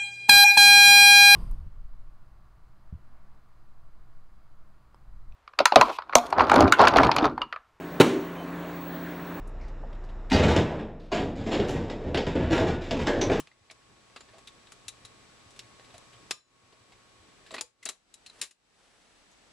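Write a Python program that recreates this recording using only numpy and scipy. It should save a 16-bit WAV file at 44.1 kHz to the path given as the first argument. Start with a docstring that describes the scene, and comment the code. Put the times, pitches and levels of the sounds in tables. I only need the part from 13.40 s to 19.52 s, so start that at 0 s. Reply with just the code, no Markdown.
"""The changer of a small record player lifts its arm, swings it about and drops it on the rest.
Levers and pawls click under the steel deck, a spring lever rings, the cam bumps and the open case answers.
The motor hums until the switch trips, then the platter coasts with a soft rush.
Heard from close by on a camera's stereo microphone, which hisses and whines. The clicks sit to the left;
after five of the loud ones the background sinks and climbs back."""
import sys
import numpy as np
from scipy import signal
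from scipy.fft import rfft, irfft, next_fast_len
from scipy.io import wavfile
from scipy.ndimage import map_coordinates

SR = 44100
rng = np.random.default_rng(int(sys.argv[2]) if len(sys.argv) > 2 else 0)


def inscribe(sig):
    """Save sig as 16-bit PCM at rate SR to the path in sys.argv[1].

    A 1-D sig is mono; a 2-D sig holds one channel per row.
    Samples are clipped to [-1, 1] before scaling.
    """
    pcm = np.round(np.clip(np.atleast_2d(sig).T, -1, 1) * 32767)
    wavfile.write(sys.argv[1], SR, pcm.astype(np.int16))


N = 269927


def amp(db):
    """Decibels as an amplitude factor."""
    return 10 ** (np.asarray(db) / 20)


def curve(points):
    """A function of frequency that joins (Hz, value) points on a log axis."""
    freqs, values = np.transpose(points)
    return lambda hz: np.interp(np.log(hz + 1), np.log(freqs + 1), values)


def wobble(rate):
    """A smooth random curve, rate knots a second."""
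    return map_coordinates(rng.standard_normal(int(N * rate / SR) + 4), [np.arange(N) * rate / SR])


def filtered(x, response):
    """x shaped by a gain that depends on frequency."""
    n = x.shape[-1]
    size = next_fast_len(n + 8192)
    return irfft(rfft(x, size) * response(np.fft.rfftfreq(size, 1 / SR)), size)[..., :n]


def stereo_noise(n, spectrum_db, likeness, left_db):
    """Noise with mid rms 1, from spectrum, left-right likeness and balance as functions of frequency."""
    def mid_side_gains(hz):
        angle = np.arccos(np.clip(likeness(hz), -1, 1)) / 2
        return amp(spectrum_db(hz)) * [np.cos(angle), np.sin(angle)]

    mid, side = filtered(rng.standard_normal((2, n)), mid_side_gains)
    both = np.array([mid + side, mid - side])
    both = filtered(both, lambda hz: amp([left_db(hz) / 2, -left_db(hz) / 2]))
    return both / np.std(both.mean(0))


# The microphone's hiss. 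Each row: frequency in Hz, spectral level in dB.
HISS_SPECTRUM = [(18, -44), (30, 3), (143, -5.5), (180, -2.5), (238, -2.5), (417, -3), (474, -4),
                 (525, -3.5), (3400, -9), (3860, -9), (6770, -14), (10200, -21), (11900, -32), (13500, -51)]
# Its width. Each row: frequency in Hz, left-right likeness from 0 to 1.
HISS_LIKENESS = [(60, 0.08), (180, 0.33), (540, 0.22), (1630, 0.15), (4900, 0.088), (14700, 0.12)]
# Its balance. Each row: frequency in Hz, left over right in dB.
HISS_BALANCE = [(60, 0), (240, 0.5), (940, 1), (3720, 0.5), (14700, 3.5)]

def microphone():
    """Smooth, wide hiss and the thin whine of the camera's sensor, which starts afresh each frame."""
    whine_hz, frames_per_s = 7866, 29.97
    hiss = stereo_noise(N, curve(HISS_SPECTRUM), curve(HISS_LIKENESS), curve(HISS_BALANCE))
    frame_time = np.arange(N) / SR % (1 / frames_per_s)
    whine = np.sin(2 * np.pi * whine_hz * frame_time)
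    return amp(3.5) * hiss + amp([[-9.4], [-8.4]]) * whine


# Idler and platter turning. Each row: frequency in Hz, spectral level in dB.
WHIRR_SPECTRUM = [(40, -14), (90, 5.5), (130, -2.5), (250, -0.5), (420, 0.5), (700, -13.5), (1200, -10.5),
                  (2500, -12), (5000, -46.5)]
# The motor's windings. Each row: frequency in Hz, level over the background in dB.
HUM_TONES = [(119.5, -8.5), (1105, -6.5), (1226, -14), (2386, -15)]

def motor(switch_off_s=4.45, decay_s=0.06):
    """An unevenly swelling whirr and a wavering hum, both dying quickly once the switch trips."""
    t = np.arange(N) / SR
    whirr = stereo_noise(N, curve(WHIRR_SPECTRUM), lambda hz: 0.75 + 0 * hz, lambda hz: 0.4 + 0 * hz)
    swells = amp(-5.5 + 1.7 * wobble(8.6) + 2.6 * wobble(29.77))
    hum = np.zeros(N)
    for hz, db in HUM_TONES:
        level = np.sqrt(2) * amp(db + 1.3 * wobble(5.8))
        drift = np.cumsum(2.5 * wobble(9)) / SR
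        hum += level * np.sin(2 * np.pi * (hz * t + drift))
    running = np.exp(-np.maximum(t - switch_off_s, 0) / decay_s)
    return running * (swells * whirr + hum)


# Dips after loud clicks. Each row: start in seconds, depth in dB, hold in seconds, slow share from 0 to 1.
BACKGROUND_DIPS = [(0, 10.5, 0.081, 0.61), (2.91, 18.5, 0.013, 0.4), (4.21, 19, 0.016, 0.33),
                   (4.49, 9, 0.029, 0.13), (5.02, 17.5, 0.023, 0.44)]

def background_gain(resting_db=-62.5, sink_s=0.13, quick_s=0.081, slow_s=0.92):
    """In each dip the background sinks, stays down, then returns quickly at first and slowly after."""
    level_db = np.full(N, resting_db)
    for start, depth_db, hold_s, slow_share in BACKGROUND_DIPS:
        t = np.arange(N) / SR - start
        sinking = np.sin(np.pi / 2 * np.clip(t / sink_s, 0, 1))
        back = np.maximum(t - sink_s - hold_s, 0)
        remaining = (1 - slow_share) * np.exp(-back / quick_s) + slow_share * np.exp(-back / slow_s)
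        level_db -= depth_db * sinking * remaining
    return amp(level_db)


# Width of rubs and clicks at the microphone. Each row: frequency in Hz, left-right likeness from 0 to 1.
MECHANISM_LIKENESS = [(120, .6), (300, 1), (2000, 0.97), (4000, 0.89), (7400, 0.58), (10000, 0.52),
                      (12000, .05)]
# Lean of rubs, rings and clicks. Each row: frequency in Hz, left over right in dB per unit of lean.
MECHANISM_LEAN = [(300, 0.1), (2000, 0.2), (4500, 0.47), (8500, 2), (10500, 4), (12000, -0.5)]
# Parts sliding on each other. Each row: frequency in Hz, spectral level in dB.
FRICTION_SPECTRUM = [(100, -11), (250, -2), (1000, -3), (3000, -7.5), (6000, -11.5), (11000, -15),
                     (13000, -60)]

def friction():
    """A grainy rub, slightly left of centre."""
    noise = stereo_noise(N, curve(FRICTION_SPECTRUM), curve(MECHANISM_LIKENESS), curve(MECHANISM_LEAN))
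    return amp(2.1 * wobble(150)) * noise


def platter_coast(start_s=5.3, end_s=5.87):
    """A soft rub sets in, then fades with the platter's speed."""
    t = np.arange(N) / SR
    onset = np.clip((t - start_s) / 0.09, 0, 1)
    speed = np.clip((end_s - t) / (end_s - start_s), 0, 1)
    return amp(3.7) * onset * np.sqrt(speed) * friction()


def lever_drag(trip_s=5.014, swell_s=0.07, end_db=-56.5):
    """A lever rubs ever louder until it trips."""
    t = np.arange(N) / SR - trip_s
    return amp(end_db) * np.exp(np.minimum(t, 0) / swell_s) * (t < 0) * friction()


# The space inside the player's case. Each row: frequency in Hz, time to fall 60 dB in seconds.
CASE_DECAY = [(200, 0.27), (2000, 0.25), (10000, 0.19)]

def case_reverb(x):
    """The open case answers briefly, each frequency dying at its own speed."""
    hz, t, spectra = signal.stft(rng.standard_normal((2, SR // 4)), SR, nperseg=256)
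    t60 = curve(CASE_DECAY)(hz)[:, None]
    tail = signal.istft(spectra * amp(-60 * t / t60), SR, nperseg=256)[1]
    delayed = np.pad(x, ((0, 0), (200, 0)))
    return signal.fftconvolve(delayed, tail / np.linalg.norm(tail[0]), axes=1)[:, :N]


# Cam bumps and thuds down in the deck. Each row: start in seconds, relative level in dB, pitch in Hz.
CAM_BUMPS = [(0, -49, 150), (0.212, -61, 90), (0.906, -59, 98), (1.47, -53, 96.9), (1.642, -54, 100),
             (2.06, -54.5, 92), (2.238, -58, 107), (2.543, -55, 92.5), (2.749, -59, 113), (2.905, -57, 132),
             (3.234, -62, 91.5), (3.406, -61, 94.2), (3.797, -57.5, 86.5), (4.205, -65.5, 90),
             (5.005, -62, 120)]

def cam(rise_s=0.0033, t60=0.11):
    """Each bump is a soft low push of a few cycles."""
    out, t = np.zeros(N + SR), np.arange(SR // 5) / SR
    envelope = (1 - np.exp(-t / rise_s)) * amp(-60 * t / t60)
    for start, db, hz in CAM_BUMPS:
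        out[round(start * SR):][:len(t)] += amp(db + 5) * envelope * np.sin(2 * np.pi * hz * t)
    return out[:N]


# The steel spring lever. Each row: mode frequency in Hz, relative level in dB, 60 dB decay in seconds.
SPRING_MODES = [(700, -4, .06), (1039, -10, .16), (1211, -6, .18), (1570, 3, .06), (2369, -9, .13),
                (3112, -13, .2), (4000, -24, .55), (4054, 8, .07), (4040, -16, .45), (5375, -17, .3),
                (5426, -9, .3), (6944, -12, .38), (6990, -15, .2), (7407, -14, .22), (9776, -16, .18),
                (10650, -19, .18)]
# The arm's tube. Each row: mode frequency in Hz, relative level in dB, 60 dB decay in seconds.
ARM_MODES = [(490, -7, .14), (875, -8, .2), (2536, -10, .08), (4759, 2, .09), (6977, -2, .13),
             (7050, -6, .1), (7429, -8, .08), (9830, 2, .07)]

def struck_part(modes, start_s, gain_db, rise_s=0.0018, lean=2.4):
    """The modes build up just after the blow; close pairs beat and loose joints roughen the ring."""
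    t = np.maximum(np.arange(N) / SR - start_s, 0)
    ring = np.zeros((2, N))
    for hz, db, t60 in modes:
        left_db = lean * curve(MECHANISM_LEAN)(hz)
        envelope = amp(db + 3.3 * wobble(70) - 60 * t / t60)
        ring += amp([[left_db / 2], [-left_db / 2]]) * envelope * np.sin(2 * np.pi * hz * t)
    return amp(gain_db) * (1 - np.exp(-t / rise_s)) * ring


# The bare crack of a contact. Each row: frequency in Hz, spectral level in dB.
CRACK_SPECTRUM = [(110, -33.5), (240, 2.5), (650, 0), (1200, 2.5), (2600, 2.5), (5000, 3), (7000, 2),
                  (10200, -3), (11300, -11), (12500, -13.5), (14000, -25.5), (15300, -50.5)]
# The steel deck, heard in every click. Each row: centre in Hz, half-width in Hz, lift in dB.
DECK_RESONANCES = [(403, 68, 5.5), (660, 45, 7.5), (835, 48, 2), (1142, 63, 6), (1976, 76, 2.5),
                   (2694, 100, 4.5), (3920, 250, 3.5), (4700, 120, 0), (7000, 210, 4), (7590, 250, 3.5),
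                   (9180, 450, 3)]

def crack(n, body_db, edge_db, tone_hz, lift_db):
    """The noise of one click, dull or sharp, coloured by the deck and a resonance of the struck part."""
    shelves = [(1000, body_db + 6.5), (1550, 0.13 * body_db), (2700, 0.013), (4600, 0.011),
               (5700, edge_db)]
    resonances = [*DECK_RESONANCES, (tone_hz, 75 + 0.025 * tone_hz, lift_db)]

    def spectrum_db(hz):
        peaks = sum(db / (1 + ((hz - centre) / width) ** 2) for centre, width, db in resonances)
        return curve(CRACK_SPECTRUM)(hz) + curve(shelves)(hz) + peaks

    lean = 3.5 + 0.26 * edge_db  # sharp clicks lean further left
    return stereo_noise(n, spectrum_db, curve(MECHANISM_LIKENESS),
                        lambda hz: lean * curve(MECHANISM_LEAN)(hz))


# Levers and pawls, close to the microphone. Each row: start in seconds, relative level, low body and
# treble edge in dB, rise in milliseconds, 60 dB decay in seconds, the part's tone in Hz, its lift in dB.
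LINKAGE_CLICKS = [(0.0, -36.5, -1.5, 5.5, .2, 0.045, 3050, 15),
                  (0.0713, -50.5, -7.5, -11, 1.5, 0.063, 2470, 10),
                  (0.114, -56, -6, -21, 1.5, 0.062, 2000, 16), (.2992, -44, -8, -26, .9, 0.072, 2280, 13.5),
                  (0.3096, -44.5, -4, -1.5, 2.7, .058, 5500, 8), (.697, -58.5, 1, -17, 3, 0.074, 2000, 5),
                  (0.7602, -39.5, -7, -11, 3, 0.081, 1440, 9),
                  (0.8051, -43, -3, -9.5, 4.2, 0.051, 7160, 19), (0.8867, -53.5, 1, -17, .9, .1, 1740, 13),
                  (0.9336, -51, -2.5, -17, 2.8, .22, 634, 15), (0.9718, -53.5, 9, -6, 3.3, 0.093, 770, 10),
                  (0.9829, -49.5, -6, -2, 1, .073, 626, 15), (1.0719, -40.5, -28, -5, 3.1, 0.068, 3620, 11),
                  (1.27, -50, -10, -13, 2.4, 0.056, 3800, 10), (1.3187, -44, -5.5, 0, 2.8, 0.057, 1375, 11),
                  (1.481, -30, -24, 3.5, 2.1, 0.054, 3880, 15),
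                  (1.6484, -43, -16, 0.5, 3.5, 0.067, 3950, 13.5),
                  (2.1047, -55.5, -18, -1, 2.5, 0.073, 5610, 10), (2.161, -52.5, -6, -4, 3.4, 0.1, 2370, 7),
                  (2.1906, -36.5, -45, -6, 3, 0.051, 5510, 14),
                  (2.3951, -50.5, 0, -10.5, 1.3, 0.1, 1780, 15), (2.444, -54.5, -14, -8, 1.3, 0.1, 2350, 9),
                  (2.5036, -54, -3, -10, 1.8, .06, 3700, 12), (2.5394, -47, -5, -8.5, 2.5, 0.16, 690, 11),
                  (2.58, -44.5, -1, 4, 1, 0.026, 3950, 12), (2.7304, -49.5, -14, -8, 1.3, 0.077, 3030, 16),
                  (2.9073, -33.5, -6, -6, 3.1, 0.032, 1540, 13.5),
                  (2.9092, -21, -15, -3, .6, 0.048, 5400, 12), (3.3229, -56, -4, -10, 2.9, 0.13, 475, 8),
                  (3.5205, -52.5, -4, -10, 1.5, 0.093, 2150, 8),
                  (4.0627, -52, -19, -8.5, 1.7, 0.18, 1730, 9), (4.1063, -42.5, -5, -11, 2.7, 0.09, 670, 8),
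                  (4.115, -46, 2, 1.5, 1.1, 0.044, 7630, 17), (4.1253, -43.5, 0, -13.5, .6, 0.24, 510, 12),
                  (4.138, -33, -3, -7, 5.8, .093, 1920, 11.5),
                  (4.164, -36.5, -3.5, -16.5, 1.1, 0.067, 1970, 12),
                  (4.1813, -33.5, -4, -12, 1.5, 0.084, 2490, 11.5),
                  (4.209, -26.5, -13, 1.5, 2.1, 0.04, 7070, 7.5),
                  (4.426, -47, -17, -2.5, 5.1, 0.067, 2080, 11),
                  (4.4527, -29, -13.5, 8, 2.9, 0.042, 4800, 15),
                  (4.4585, -32, -9, -7, 2.1, 0.085, 3900, 9.5),
                  (4.4846, -48.5, 0, -3.5, 4.9, 0.17, 4500, 0),
                  (4.4885, -28, -13.5, 2.5, 1.2, 0.06, 4060, 6), (4.739, -46, -18, 5, 2.7, 0.06, 3900, 15),
                  (4.8607, -40, -24, -2, 2.5, 0.066, 4120, 16.5),
                  (4.8968, -46, -11, -4, 1.8, .044, 3920, 17),
                  (5.0131, -23.5, -23, 1.5, 3.6, 0.028, 3880, 8.5),
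                  (5.0208, -33, -14.5, -0.5, 4.7, 0.11, 2070, 2),
                  (5.1087, -52, -10.5, 0.5, 1.9, 0.066, 2885, 7), (5.911, -61, 1, 9, 3.4, 0.091, 6750, 19)]

def linkage():
    """Levers and pawls strike under the deck, each with a short rattling crack."""
    out, t = np.zeros((2, N + SR)), np.arange(SR // 4) / SR
    for start, db, body_db, edge_db, rise_ms, t60, tone_hz, lift_db in LINKAGE_CLICKS:
        rise_s = rise_ms / 1000
        noise = crack(len(t), body_db, edge_db, tone_hz, lift_db)
        knots = rng.standard_normal(200)
        rattle = amp(0.78 * np.interp(t * 550, np.arange(200), knots))  # loose parts touch repeatedly
        envelope = np.minimum(t / rise_s, 1) * amp(-60 * np.maximum(t - rise_s, 0) / t60)
        contact = 1 + 0.17 * np.exp(-((t - rise_s) / 0.00046) ** 2)  # a spike at the hard contact
        out[:, round(start * SR):][:, :len(t)] += amp(db - 2) * noise * rattle * envelope * contact
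    return out[:, :N]


def scene():
    """The changer's clicks and bumps up close, over the sinking and climbing background."""
    clicks = linkage()
    clicks += struck_part(SPRING_MODES, start_s=2.91, gain_db=-44.5)  # the spring lever snaps over
    clicks += struck_part(ARM_MODES, start_s=4.21, gain_db=-47)  # the arm lands on its rest
    changer = clicks + amp(-16.5) * case_reverb(clicks) + cam() + lever_drag()
    return changer + background_gain() * (microphone() + motor() + platter_coast())


def record(dry):
    """The camera keeps nothing above its band limit."""
    return filtered(dry, lambda hz: hz < 15342)


dry = scene()
out = record(dry)
inscribe(out)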